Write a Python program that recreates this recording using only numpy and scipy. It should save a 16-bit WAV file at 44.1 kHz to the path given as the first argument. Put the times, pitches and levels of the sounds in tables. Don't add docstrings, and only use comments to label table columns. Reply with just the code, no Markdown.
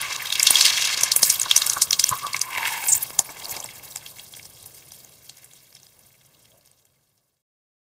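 import sys
import numpy as np
from scipy import signal
from scipy.fft import rfft, irfft, next_fast_len
from scipy.io import wavfile
from scipy.ndimage import uniform_filter1d

SR = 44100
rng = np.random.default_rng(int(sys.argv[2]) if len(sys.argv) > 2 else 0)


def master(y):
    cut = np.clip(np.atleast_2d(y).T, -1, 1)
    pcm = np.round(cut * 32767)
    wavfile.write(sys.argv[1], SR, pcm.astype(np.int16))


N = 351036
TRICKLE_FROM_S, DRAINED_FROM_S, SILENT_FROM_S = 3.0, 3.7, 7.42

# time in seconds, then slurp, crackle and fizz in dB.
PULP_LEVELS = [(0.0, -33, -30.5, -52.5), (0.3, -35.5, -38, -39), (0.59, -27.5, -16.5, -31.5),
               (0.87, -29, -24.5, -50.5), (1.04, -32, -27.5, -54.5), (1.19, -39.5, -45.5, -34),
               (1.27, -37, -37.5, -19), (1.46, -41, -30.5, -41.5), (1.7, -44, -33.5, -33),
               (1.88, -54.5, -45, -38), (2.05, -44, -39, -33), (2.22, -45.5, -43.5, -39.5),
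               (2.5, -36, -59.5, -43.5), (2.66, -26, -36, -30), (2.84, -34, -50, -32.5),
               (2.93, -36, -39.5, -25), (3.15, -51, -50, -43.5), (3.52, -45.5, -44.5, -37),
               (3.7, -49, -46, -43), (4.1, -56.5, -50.5, -44), (4.6, -60.5, -49.5, -45),
               (5.43, -56, -53, -46.5), (7.3, -65, -56, -52.5)]


def from_db(db):
    return 10 ** (np.asarray(db) / 20)


def rms_one(x):
    return x / np.sqrt(np.mean(x ** 2) + 1e-20)


def peak_one(x):
    return x / np.max(np.abs(x))


def in_time(rows):
    times, *columns = np.transpose(rows)
    return [np.interp(np.arange(N) / SR, times, column) for column in columns]


def at_hz(points, hz):
    freqs, levels_db = np.transpose(points)
    return np.interp(np.log(hz), np.log(freqs), levels_db)


def drift(rate_hz):
    r = np.exp(-40 * np.pi * rate_hz / SR)
    slow = signal.lfilter([1], [1, -2 * r, r * r], rng.standard_normal(N // 20 + 2002))[2000:]
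    return np.interp(np.arange(N) / 20, np.arange(len(slow)), rms_one(slow))


def resonance(x, hz, width_hz):
    r = np.exp(-np.pi * width_hz / SR)
    poles = [1, -2 * r * np.cos(2 * np.pi * hz / SR), r * r]
    return signal.lfilter([(1 - r * r) / 2, 0, (r * r - 1) / 2], poles, x)


def steep_resonance(x, hz, width_hz):
    return resonance(resonance(x, hz, width_hz), hz, width_hz)


def add(out, start_s, sound):
    i = round(start_s * SR)
    sound = sound[max(-i, 0):N - i]
    out[max(i, 0):max(i, 0) + len(sound)] += sound


def fade_db(from_s=2.03, to_s=7.54):
    left = (to_s - np.arange(N) / SR) / (to_s - from_s)
    return 20 * 1.007 * np.log10(np.clip(left, 1e-4, 1))


def grains(spectrum, per_s, spread_db, q, clump_db, hiss_db):
    sizes = from_db(spread_db * np.minimum(rng.exponential(1, N), 3)) * rng.choice([-1, 1], N)
    clicks = rms_one(sizes * (rng.random(N) < per_s / SR))
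    band = rng.integers(0, 9, N)
    hiss = from_db(hiss_db) * rng.standard_normal((2, N))
    out = 0
    for k, hz in enumerate(np.geomspace(spectrum[0][0], spectrum[-1][0], num=9)):
        ringing = resonance(clicks * (band == k) + hiss[k % 2], hz, hz / q)
        out = out + from_db(at_hz(spectrum, hz) + clump_db * drift(44)) * rms_one(ringing)
    return rms_one(out * from_db(clump_db * 0.92 * drift(35)))


def room():
    # frequency in Hz, relative level in dB.
    room_eq = [(20, -25.5), (45, -12), (80, -5), (130, 2), (200, -9.5), (300, -11), (600, -10.5),
               (1200, -17.5), (2500, -27.5), (6000, -24.5), (16000, -23)]
    size = next_fast_len(N)
    hz = np.maximum(np.fft.rfftfreq(size, 1 / SR), 1)
    tone = irfft(rfft(rng.standard_normal(size)) * from_db(at_hz(room_eq, hz)), size)[:N]
    return from_db(-50 + 1.3 * drift(3.1)) * rms_one(tone)


def pulp():
    # frequency in Hz, relative level in dB.
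    slurp_eq = [(1200, -18), (1700, 4.5), (2300, 12), (3000, -5.5), (3600, -11.5)]
    crackle_eq = [(2600, -15.5), (3300, 0), (4500, -1), (6000, 0.5), (7500, -9)]
    fizz_eq = [(5000, -11), (6500, -8), (8500, -2.5), (11000, -4.5), (13000, -2), (16000, -1.5)]
    slurp_db, crackle_db, fizz_db = in_time(PULP_LEVELS)
    dense_from_db, dense_span_db = -36.5, 9.5
    density = np.clip((np.maximum(crackle_db, slurp_db) - dense_from_db) / dense_span_db, 0, 1)
    uneven = 1 - 0.28 * density
    slurp = grains(slurp_eq, per_s=1600, spread_db=6, q=6.2, clump_db=4 * uneven, hiss_db=-10)
    crackle = grains(crackle_eq, per_s=2800, spread_db=5.5, q=6, clump_db=4.4 * uneven, hiss_db=-11.5)
    fizz = grains(fizz_eq, per_s=1300, spread_db=0.5, q=9.6, clump_db=3.7 * uneven, hiss_db=-9.5)
    return from_db(slurp_db) * slurp + from_db(crackle_db) * crackle + from_db(fizz_db) * fizz


def squelch():
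    # time in seconds, level in dB, pitch in Hz.
    hollow = [(0.0, -39.5, 1106), (0.39, -46.5, 1050), (0.6, -36, 1000), (0.79, -43, 1050),
              (1.03, -41, 1070), (1.4, -46.5, 1068), (1.72, -38, 1228), (1.85, -46.5, 1197),
              (2.05, -46.5, 1128), (2.36, -46.5, 1114), (2.594, -30, 961), (2.904, -39, 862),
              (3.05, -47, 903), (3.38, -48, 880), (3.46, -41, 843.5), (3.578, -36.5, 803),
              (3.67, -50.5, 836), (4.2, -56, 849), (4.5, -80, 616)]
    # peak time in seconds, level in dB, fall in seconds.
    gulps = [(1.46, -27, 0.029), (1.768, -24, 0.037), (2.124, -17.5, 0.056), (2.242, -25.5, 0.09),
             (2.345, -24, 0.019), (3.192, -27.5, 0.036), (3.296, -34.5, 0.044), (3.646, -33, .02),
             (6.54, -45.5, 0.14)]
    # time in seconds, closure from 0 (open) to 1 (shut).
    grip = [(0, 0.26), (2.0, 0.07), (2.1, 0.87), (2.95, 0.99), (3.05, 0.03), (6.4, 0.9)]
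    fall_db, rise_share = 25, 0.438
    level_db, hz = in_time(hollow)
    for peak_s, peak_db, fall_s in gulps:
        late = (np.arange(N) / SR - peak_s) / fall_s
        level_db = np.maximum(level_db, peak_db - fall_db * np.maximum(late, -late / rise_share))
    closure = np.clip(in_time(grip)[0], 0, 1)
    gurgle = rng.standard_normal((2, 2, N)) * from_db(drift(60))
    phase = 2 * np.pi * np.cumsum(hz) / SR
    pocket = 0
    for noise, width_hz, share in zip(gurgle, (170, 700), (closure, 1 - closure)):
        r = np.exp(-np.pi * width_hz / SR)
        slow = signal.lfilter([1], [1, -2 * r, r * r], noise)
        pocket = pocket + np.sqrt(share) * rms_one(slow[0] * np.cos(phase) + slow[1] * np.sin(phase))
    return from_db(level_db) * pocket


def pops():
    # time in seconds, relative level in dB,
    # ring pitch in Hz, then thud and spray trims in dB.
    clear_pops = [(0.0146, -9.5, 10100, -17, -15), (0.147, -19, 3820, -33, -9),
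                  (0.2198, -17, 1880, -37, -29), (0.2707, -16.5, 3680, -38, -8.5),
                  (0.3028, -12.5, 3670, -38, -19), (0.3245, -4, 3630, -45, -10),
                  (0.3546, -8.5, 3160, -42, -7), (0.3965, 2.5, 5060, -28, -17),
                  (0.4295, 4.5, 7200, -26.5, -16), (0.4693, 4.5, 3710, -39, -7),
                  (0.5065, 9.5, 9350, -19, -17), (0.5557, 4, 3330, -42, -29), (0.5771, -12, 3530, -40, -26),
                  (0.6099, 9, 4490, -45, -15.5), (0.6526, -3, 3260, -46, -0.5),
                  (0.663, -0.5, 5030, -40, -14), (0.6813, -8, 3470, -29, -11),
                  (0.842, -9.5, 2640, -33, -30), (0.8734, -11.5, 3070, -47, -3),
                  (0.9744, -10.5, 4925, -11.5, -12), (1.0096, -7.5, 6600, -13, -9),
                  (1.034, 2.5, 5900, -19.5, -11), (1.1179, 0, 4780, -48, -8.5),
                  (1.135, -16, 10500, -40, -12.5), (1.1627, 8, 9760, -29.5, -13.5),
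                  (1.2306, 4.5, 5600, -14.5, -6.5), (1.25, -7, 7340, -43, -7), (1.3001, 4.5, 5700, -45, -9),
                  (1.3974, -3, 8300, -43, -19), (1.4153, -1.5, 6550, -35, -14),
                  (1.431, -6.5, 6800, -40, -27), (1.512, 5.5, 3570, -24.5, -16.5),
                  (1.5632, 9.5, 6030, -22.5, -14), (1.577, 0, 6800, -35, -14),
                  (1.6184, -4, 3800, -24, -9.5), (1.665, -2.5, 9040, -26, -11), (1.672, -8, 5300, -40, -27),
                  (1.6977, 0.5, 6070, -45, -12), (1.733, -9, 6460, -46, -9), (1.8195, 2.5, 6070, -51, -5.5),
                  (1.908, 1, 5740, -36, -42), (1.9296, 2, 4120, -23, -10.5), (1.9954, 3, 5050, -55, -10),
                  (2.0404, 7.5, 5850, -41, -43), (2.0905, -1, 7500, -27, -12.5),
                  (2.2667, -17.5, 3594, -5, -5.5), (2.3323, -12.5, 4860, -38, -10),
                  (2.3443, -10.5, 2260, -41, -19), (2.365, -11.5, 4940, -37, -10.5),
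                  (2.393, -13.5, 7900, -44, -32), (2.415, 0.5, 5840, -53, -15.5),
                  (2.5601, -14.5, 2070, -24, -32), (2.5805, -14, 2020, -5, -16),
                  (2.6287, -12.5, 2100, -9, -21), (2.6535, -8.5, 2750, -33, -31),
                  (2.8393, -17, 7700, -5, -21), (2.8625, -17.5, 2576, -11, -16),
                  (2.884, -5.5, 8180, -41, -8), (2.9505, -7, 8090, -44, -6), (3.0257, -21, 10200, -38, -1),
                  (3.1042, -23.5, 4753, 0.5, -19), (3.1908, 9, 6670, -29, -20),
                  (3.2914, -27.5, 2266, 2.5, -21), (3.3699, -33, 7200, -24, -14),
                  (3.4444, -22, 5240, -18, -8), (3.494, -17.5, 6524, -20, -16),
                  (3.5411, -33.5, 2225, -4, 6), (3.565, -19.5, 4900, -10, -6),
                  (3.6015, -15, 6100, -28, -19), (3.6421, -12.5, 7800, -36, -21),
                  (3.6595, -24, 5500, -26, -17), (3.6885, -30.5, 2260, -25, -4),
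                  (3.905, -27.5, 8240, -26, -24), (3.9589, -8, 7580, -44, -41), (3.97, -17, 5470, -40, -11),
                  (4.0627, -20, 3290, -18, -11), (4.1845, -30, 2200, -30, -15),
                  (4.1954, -21.5, 3290, -33, -14), (4.37, -29.5, 6030, -4.5, -12),
                  (4.395, -26, 2200, -32, -15), (4.4284, -27, 5400, -32, -10),
                  (4.4538, -23, 5540, -33, -11), (4.6279, -24, 8800, -39, -22),
                  (4.66, -20.5, 10000, -35, -9.5), (4.9192, -23, 5870, -31, -13.5),
                  (5.0467, -23.5, 6750, -33, -27), (5.2947, -23, 4300, -44, -9.5),
                  (5.4438, -26, 8800, -41, -12), (5.5341, -28, 7400, -22.5, -22),
                  (5.7506, -28, 5490, -41, -13), (5.766, -34.5, 3560, -26, -6.5),
                  (5.8309, -29, 5900, -24.5, -25), (5.8669, -29, 4950, -27.5, -23.5),
                  (5.9916, -29.5, 10660, -28, -23), (6.1522, -44, 2256, -28, -15.5),
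                  (6.2121, -43, 3330, -25.5, -18), (6.249, -39.5, 5990, -23, -16),
                  (6.368, -47, 3980, -28, -17.5), (6.428, -40, 7000, -25, -12),
                  (6.5169, -41.5, 3180, -23, -17), (6.61, -42.5, 4500, -31, -15),
                  (6.6586, -34.5, 8800, -31, -20.5), (6.7144, -35, 8730, -26.5, -23.5),
                  (6.853, -39.5, 7500, -27, -12), (7.1774, -46.5, 5530, -29, -18.5)]
    cells = clear_pops + trickle_pops()
    out, t = np.zeros(N), np.arange(2600) / SR - 0.015
    noise = rng.standard_normal((len(cells), 4, len(t)))
    cloud = np.exp(np.minimum(t / 0.0032, -t / 0.011))
    for (time_s, level_db, hz, thud_db, spray_db), (a, b, c, d) in zip(cells, noise):
        tear_s = 0.00082 * from_db(0.096 * level_db)
        tear = np.exp(-(t / np.where(t < 0, 0.0005, tear_s)) ** 2)
        ring = peak_one(steep_resonance(a * tear, hz, hz / 5.6))
        ring *= from_db(-4 * (time_s > DRAINED_FROM_S))
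        crack = from_db(-5.5) * peak_one(resonance(b * tear, hz, 1.2 * hz))
        thud = from_db(thud_db + 4.5) * peak_one(resonance(d * tear, 480, 800))
        slap = from_db(-19) * peak_one(steep_resonance(b * tear, 2200, 3700))
        plink = (time_s > TRICKLE_FROM_S) * from_db(-22.5) * peak_one(resonance(a * tear, 788, 71))
        sizzle = peak_one(steep_resonance(c * (tear + 0.15 * cloud), 8700, 7200))
        mist_band = signal.butter(3, [0.76 * hz, min(1.82 * hz, 16000)], "band", fs=SR, output="sos")
        mist = cloud * rms_one(signal.sosfilt(mist_band, d))
        spray = from_db(spray_db) * (from_db(6) * sizzle + from_db(-4) * mist)
        add(out, time_s - 0.0155, from_db(level_db - 4.5) * (ring + crack + thud + slap + plink + spray))
    return out


def low_thumps():
    # time in seconds, relative level in dB, pitch in Hz.
    thumps = [(0.503, -36, 296), (1.021, -37, 136), (1.227, -29.5, 196), (1.561, -36.5, 291),
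              (1.763, -39, 114), (2.114, -24.5, 118), (2.569, -42, 125.9), (2.958, -35, 97.4),
              (3.187, -33, 139), (3.525, -37, 130)]
    out, t = np.zeros(N), np.arange(4000) / SR
    push = peak_one(t * np.exp(-t / 0.0045))
    for time_s, level_db, hz in thumps:
        add(out, time_s - 0.003, from_db(level_db - 4) * push * np.sin(2 * np.pi * hz * t))
    return out


def squirts():
    # start in seconds, level in dB, starting pitch in Hz, length in seconds.
    jets = [(2.864, -26, 14160, 0.013), (2.872, -21.5, 10500, .005), (2.879, -18.5, 8030, 0.034),
            (2.917, -13.5, 7080, 0.022), (2.939, -25.5, 7270, 0.026), (2.958, -20, 14800, 0.014),
            (2.974, -25, 7900, 0.0082), (3.021, -23, 11040, 0.017)]
    out, sputter = np.zeros(N), from_db(drift(196))
    noise = rng.standard_normal((len(jets), 2500))
    for (start_s, level_db, hz, length_s), white in zip(jets, noise):
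        n = round(length_s * SR)
        low, high = (rms_one(steep_resonance(white, f, 1100))[-n:] for f in (hz, 1.054 * hz))
        crossfade = np.linspace(0, np.pi / 2, n)
        hiss = low * np.cos(crossfade) + high * np.sin(crossfade)
        swell = np.sin(2 * crossfade) ** 0.47
        add(out, start_s, from_db(level_db) * swell * hiss)
    return out * sputter


def trickle_pops(count=60, low_hz=2880, high_hz=10760, thud_db=-23, spray_db=-20.5):
    when, pitch, size = rng.random((count, 3)).T
    onsets = ((TRICKLE_FROM_S + when * (SILENT_FROM_S - TRICKLE_FROM_S)) * SR).astype(int)
    crackle_db = in_time(PULP_LEVELS)[1] + fade_db()
    levels_db = crackle_db[onsets] + 19 - 5 * np.log(size + 0.036)
    pitches_hz = low_hz * (high_hz / low_hz) ** pitch
    return [(s, db, hz, thud_db, spray_db) for s, db, hz in zip(onsets / SR, levels_db, pitches_hz)]


def double_arrival(x, lag_samples=81):
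    thin = x - 0.88 * uniform_filter1d(x, size=25)
    full = np.concatenate([np.zeros(lag_samples), x[:-lag_samples]])
    return from_db(-3.5) * (from_db(-6.5) * thin + full)


def scene():
    bed = from_db(fade_db()) * (pulp() + squelch() + room())
    mid = double_arrival(pops() + low_thumps() + squirts() + bed)
    smear = rng.standard_normal(400) * np.exp(-np.arange(400) / 69)
    side = from_db(-34.5) * signal.fftconvolve(mid, smear / np.linalg.norm(smear))[:N]
    return np.array([mid + side, mid - side])


def record(dry):
    gate = np.arange(N) < SILENT_FROM_S * SR
    hush = from_db(-104) * resonance(rng.standard_normal(N), 6500, 4000)
    rounded = 1.02 * np.tanh(dry / 0.68)
    low_pass = signal.ellip(14, 0.5, 90, 15620, fs=SR, output="sos")
    return signal.sosfilt(low_pass, rounded * gate + hush)


dry = scene()
out = record(dry)
master(out)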